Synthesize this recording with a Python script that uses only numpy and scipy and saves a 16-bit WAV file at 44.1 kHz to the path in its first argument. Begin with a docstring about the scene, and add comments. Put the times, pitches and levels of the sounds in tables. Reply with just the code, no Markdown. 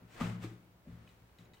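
"""A scrap of foam is torn out of a block on a workbench and dropped; then a hand and a knife go back to the block.
First the foam rubs and tears: thousands of tiny random snaps make a hiss, and noise rings the bench along with it.
The tear ends in a dull pop, a crackle ringing the hollow block; a fainter pop follows.
From start to end soft bumps ring the bench top. Late on the knife handle ticks: a short crack plus dying sines.
Under it all lie room echo, made of scattered random taps, and steady room tone and hiss, made of shaped noise."""
import sys
import numpy as np
from scipy import signal
from scipy.fft import rfft, irfft
from scipy.io import wavfile

SR = 44100
rng = np.random.default_rng(int(sys.argv[2]) if len(sys.argv) > 2 else 0)


def undo_db(level):
    """Turn decibels back into plain size, where 20 dB means ten times bigger."""
    steps = np.asarray(level, float) / 20
    return 10 ** steps


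def unload_wav(signal):
    """Save mono or channel-first audio to the path in sys.argv[1] as 16-bit WAV at rate SR, clipped to [-1, 1]."""
    wavfile.write(
        sys.argv[1],
        SR,
        np.round(np.clip(np.atleast_2d(signal).T, -1, 1) * 32767).astype(np.int16),
    )


N = 70560  # length in samples (1.6 s)


def evened(x):
    """Scales a sound to an average strength (rms) of 1."""
    return x / np.sqrt(np.mean(x ** 2) + 1e-20)


def read(points, hz):
    """Reads a table of (pitch_hz, value) between its points, on a logarithmic pitch axis."""
    pitch_hz, value = np.transpose(points)
    return np.interp(np.log(hz + 1), np.log(pitch_hz + 1), value)


def add(mix, start_s, sound):
    """Mixes a sound in at its start time, cut off where the mix ends."""
    part = mix[round(start_s * SR):][:len(sound)]
    part += sound[:len(part)]


def ring(modes, centre_hz=1000, octaves=99., rise_s=.0002, ring_share=1):
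    """A struck object: dying sines, louder near centre_hz as the struck spot favours them; peak 1."""
    pitch_hz, level_db, t60_s = np.transpose(modes)[:, :, None]
    t = np.arange(SR // 2) / SR
    distance = np.log2(pitch_hz / centre_hz) / max(octaves, .1)
    favour = np.exp(-.5 * distance ** 2)
    fade = undo_db(level_db - 60 * t / (t60_s * ring_share))
    sines = favour * fade * np.sin(2 * np.pi * pitch_hz * t)
    out = sines.sum(0) * (1 - np.exp(-t / rise_s))
    return out / abs(out).max()


def crackle(noise, length_s):
    """A burst of noise with total energy 1, falling to about a third of its height in length_s."""
    burst = noise * np.exp(-np.arange(len(noise)) / SR / length_s)
    return burst / np.linalg.norm(burst)


# How the foam is rubbed and torn: start_s, level_db,
# dullness_db (per octave going down in pitch, turning about KNEE_HZ), shake_db (bench shaking against level_db)
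RUB_MOVES = [(0, -74.5, 2.5, 2), (.07, -75, 1.5, -29), (0.126, -63, -1.5, -12), (0.194, -56.5, 1, -11),
             (0.211, -45.5, 1, -25), (.3, -57, 0, -22), (0.392, -72.5, 1, -19), (0.419, -60, -1, -5),
             (0.441, -51, -0.5, -29), (.475, -65, 0, -22), (.592, -80, -2.5, -17),
             (.828, -82.5, -1.5, -25.5), (.894, -71, 1.26, -29), (1.06, -73, 0.5, -12),
             (1.09, -70.5, -1.5, -16), (1.166, -77.5, -1, 3), (1.382, -78.5, -1, -21), (1.4, -69, -2, -16),
             (1.529, -82.5, 6.5, -2), (1.543, -69, -2.5, 12), (1.6, -76, -0.5, -13)]
# Tone colour of the foam hiss as the microphone hears it: pitch_hz, level_db (per Hz, relative)
HISS_COLOUR = [(180, -8), (300, -2), (800, -8), (2100, -10.5), (5400, -22.5), (8700, -24.5), (9700, -34.5),
               (12000, -33), (15800, -32)]
KNEE_HZ, CELLS_PER_S = 2500, 14000
CELL_SPREAD_DB = 2  # average extra loudness of a random cell, before the cap
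RUB_SAME = 0.39  # share of the hiss power that both sides have in common, at high pitch


def foam_hiss():
    """Foam cells snap densely at random moments; a tone colour shapes the hiss as the microphone hears it."""
    start_s, level_db, dullness_db, _ = np.transpose(RUB_MOVES)
    cell_db = CELL_SPREAD_DB * np.minimum(rng.exponential(1, N), 5)
    cells = rng.standard_normal((3, N)) * undo_db(cell_db)
    cells *= rng.random(N) < CELLS_PER_S / SR
    sides = np.sqrt(RUB_SAME) * cells[:1] + np.sqrt(1 - RUB_SAME) * cells[1:]
    hz, t, z = signal.stft(sides, SR, nperseg=256)
    wide = np.clip(hz / 600, 0, 1)[:, None]  # long waves reach both sides alike
    z = (wide * z + (1 - wide) * z[0]) * undo_db(read(HISS_COLOUR, hz))[:, None]
    # even out the strength above half the knee, before the dullness is applied
    z = z / np.sqrt((abs(z[:, hz > KNEE_HZ / 2]) ** 2).sum(1).mean() * 4 / 3)
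    octaves_down = np.log2(KNEE_HZ / np.maximum(hz, 300))[:, None]
    tilt_db = octaves_down * np.interp(t, start_s, dullness_db)
    hiss = signal.istft(z * undo_db(tilt_db), SR, nperseg=256)[1][:, :N]
    return hiss * undo_db(np.interp(np.arange(N) / SR, start_s, level_db))


# Hollow ring of the foam block: pitch_hz, level_db (relative), t60_s (time to fade by 60 dB)
BLOCK_MODES = [(670, -20, 0.056), (848, 3, 0.094), (1100, 3, 0.091), (1190, 8, 0.093), (1222, 7.5, 0.058),
               (1440, -10, 0.15), (1945, -13, 0.17), (2245, -27, 0.095), (2680, -28, 0.025)]
# Pops of the block: start_s, level_db, length_s (of the crackle)
BLOCK_POPS = [(.209, -29.5, 0.0045), (.434, -48, 0.0086)]


def block_pops():
    """The end of a tear is a short crackle that sets the hollow block ringing."""
    pops = np.zeros(N)
    for start_s, level_db, length_s in BLOCK_POPS:
        burst = crackle(rng.standard_normal(2048), length_s)
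        add(pops, start_s, undo_db(level_db) * signal.fftconvolve(ring(BLOCK_MODES), burst))
    return pops


# Ring of the bench top: pitch_hz, level_db (relative), t60_s (time to fade by 60 dB)
BENCH_MODES = [(52, -25, 0.21), (75, -6, 0.42), (114, 2.5, 0.4), (140, -14, 0.6), (178, -3, 0.44),
               (214, 6.5, 0.062), (238.6, -9, 0.25), (325, 0.5, 0.11), (373, -2.5, 0.084),
               (419.4, -4.5, 0.15), (482.6, -8, 0.13), (583, -3.5, .12), (683, -14, 0.16)]
# Soft bumps on the bench: start_s, peak_db, favoured_hz, spread_octaves,
# ring_share (ring time of each bump against the t60_s in the table above, shorter or longer)
BENCH_BUMPS = [(.022, -49, 181, 0.53, 0.64), (0.136, -61.5, 140, 0.26, 0.54),
               (0.2123, -25.5, 211.3, 0.24, 1.2), (.213, -38.5, 89, .6, 0.88),
               (.247, -37.5, 181, 0.22, 1.27), (.275, -41.5, 100, 0.53, 1.1), (.325, -42, 181, 0.32, 0.63),
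               (.39, -44, 178, 0.18, 0.5), (0.434, -44, 114, 0.25, 0.85), (.444, -37, 325, 0.17, 0.64),
               (0.514, -51, 340, 0.5, 0.66), (0.579, -54.5, 114, 0.24, .6), (0.659, -64.5, 314, 0.22, 2.2),
               (0.709, -61.5, 114, 0.16, 0.42), (0.855, -57, 530, 0.47, .9), (.872, -44.5, 221, 0.46, 1.06),
               (0.881, -50.5, 75, 0.14, 1.05), (.891, -44.5, 178, 0.34, .9), (.925, -49, 111, 1, 0.67),
               (0.948, -49.5, 132, 0.99, 0.63), (0.994, -57, 168, 0.31, 0.52),
               (1.121, -59, 148, 0.77, 0.51), (1.21, -61, 140, 0.77, 0.61), (1.393, -51, 162, 0.32, 0.53),
               (1.445, -62, 164, 0.33, 0.48)]


def bench_bumps():
    """Soft bumps ring the bench top with a gentle rise, each for a shorter or longer time."""
    bumps = np.zeros(N)
    for start_s, peak_db, favoured_hz, octaves, ring_share in BENCH_BUMPS:
        bump = ring(BENCH_MODES, favoured_hz, octaves, rise_s=0.0034, ring_share=ring_share)
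        add(bumps, start_s, undo_db(peak_db) * bump)
    return bumps


def bench_shake():
    """The effort of rubbing shakes the bench: steady noise rings its low modes, following the rub."""
    start_s, level_db, _, shake_db = np.transpose(RUB_MOVES)
    t = np.arange(N) / SR
    shake = evened(signal.fftconvolve(rng.standard_normal(N), ring(BENCH_MODES, 99, 2.0), "same"))
    return shake * undo_db(np.interp(t, start_s, level_db) + np.interp(t, start_s, shake_db))


# Ring of the knife handle: pitch_hz, level_db (relative), t60_s (time to fade by 60 dB)
KNIFE_MODES = [(2000, -3.5, 0.056), (2500, -1, 0.023), (2944, -7, 0.038), (3045, -19, 0.15),
               (3730, -5.5, 0.031), (3910, -0.5, 0.044), (4320, -11, 0.045), (4940, -15.5, 0.05),
               (6800, -7, 0.02), (8100, -20, .03)]
# Ticks of the knife: start_s, peak_db (of the ring), favoured_hz, spread_octaves
KNIFE_TICKS = [(1.076, -54, 2700, 0.23), (1.09, -60.5, 3480, 0.63), (1.292, -66, 2740, 0.32),
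               (1.386, -53, 3500, 1.1), (1.455, -60.5, 2200, 0.76), (1.535, -55, 3900, .9),
               (1.542, -57, 2500, 1.5), (1.55, -65, 3050, 0.15), (1.57, -63, 3030, 0.12),
               (1.448, -68.5, 6800, 0.31)]
CRACK_S, CRACK_HZ = .0025, 4870  # fading time of the crack, and where its treble starts to fall
CRACK_DB = -11.5  # crack against ring, before 2.2 dB more per octave of spread


def knife_ticks():
    """Each tick is a wide, short crack of noise together with the ring of the handle."""
    ticks = np.zeros(N)
    r = np.exp(-2 * np.pi * CRACK_HZ / SR)
    smoothing = np.convolve([1, -r], [1, -.9])
    for start_s, peak_db, favoured_hz, octaves in KNIFE_TICKS:
        add(ticks, start_s, undo_db(peak_db) * ring(KNIFE_MODES, favoured_hz, octaves))
        noise = signal.lfilter([1, -1], smoothing, rng.standard_normal(1024))
        crack = crackle(noise, CRACK_S)
        crack_db = peak_db + CRACK_DB + 2.2 * octaves
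        add(ticks, start_s, undo_db(crack_db) * crack / abs(crack).max())
    return ticks


# How long the room echoes: pitch_hz, t60_s (time to fade by 60 dB)
ROOM_FADE = [(100, 0.84), (500, 0.53), (2000, 0.5), (8000, 0.36)]


def room_echo(x):
    """Sparse echoes of random sign, different on each side, each pitch dying at its own speed."""
    taps = np.zeros((2, SR // 2))
    slots = np.arange(200, SR // 2 - 20, 20)  # one echo at a random place in every 20 samples
    at = slots + rng.integers(0, 20, (2, len(slots)))
    np.put_along_axis(taps, at, rng.choice([-1., 1.], at.shape), 1)
    hz, t, z = signal.stft(taps, SR, nperseg=256)
    wide = np.clip(hz / 700, 0, 1)[:, None] ** 2  # long waves reach both sides alike
    z = wide * z + (1 - wide) * z[0]
    fade = undo_db(-60 * t / read(ROOM_FADE, hz)[:, None])
    tail = signal.istft(z * fade, SR, nperseg=256)[1]
    tail = tail / np.linalg.norm(tail[0])
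    return signal.fftconvolve(x * np.ones((2, 1)), tail, axes=1)[:, :N]


# Tone colour of room tone and microphone hiss: pitch_hz, level_db (per Hz, relative)
AIR_COLOUR = [(12, -52), (35, -28), (59, -0.5), (88, -9.5), (200, -12.5), (374, -16.5), (1000, -21),
              (3000, -30.5), (8000, -41), (10000, -39), (12000, -35), (13300, -36.5), (14500, -36.5),
              (15800, -28)]
# Likeness of left and right: pitch_hz, likeness (1 alike, 0 unrelated, below 0 partly opposite)
AIR_LIKENESS = [(60, 0.9), (180, 0.84), (550, 0.57), (1650, -0.2), (4970, -0.35), (15000, -0.27)]


def room_air():
    """Steady room tone and hiss: noise shaped in pitch, with its own left-right likeness; rms -65 dB."""
    hz = np.fft.rfftfreq(N, 1 / SR)
    left, other = rfft(rng.standard_normal((2, N)))
    same = np.clip(read(AIR_LIKENESS, hz), -1, 1)
    right = same * left + np.sqrt(1 - same ** 2) * other
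    noise = irfft(np.array([left, right]) * undo_db(read(AIR_COLOUR, hz)), N)
    return undo_db(-65) * evened(noise)


def scene():
    """Bench sounds a little to the left with their room echo, over the steady air."""
    hiss, bumps = foam_hiss(), bench_bumps()
    hits = block_pops() + knife_ticks()
    direct = hiss + bumps + hits + bench_shake()
    into_room = undo_db(-5) * hiss + undo_db(-9.5) * bumps + undo_db(-8) * hits
    bench = direct + room_echo(into_room)
    side_db = np.array([[1.1], [-1.1]])  # left up, right down
    return bench * undo_db(side_db) + room_air()


def roll_off(x):
    """The treble ends steeply here."""
    return signal.sosfilt(signal.butter(12, 15890, fs=SR, output="sos"), x)


def record(dry):
    """Cuts off the treble above 15950 Hz with a steep filter and returns the finished mix."""
    lowpass = signal.firwin(511, 15950, window=("kaiser", 9), fs=SR)
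    mix = signal.oaconvolve(dry, lowpass[None], "same")
    return roll_off(mix)


dry = scene()
out = record(dry)
unload_wav(out)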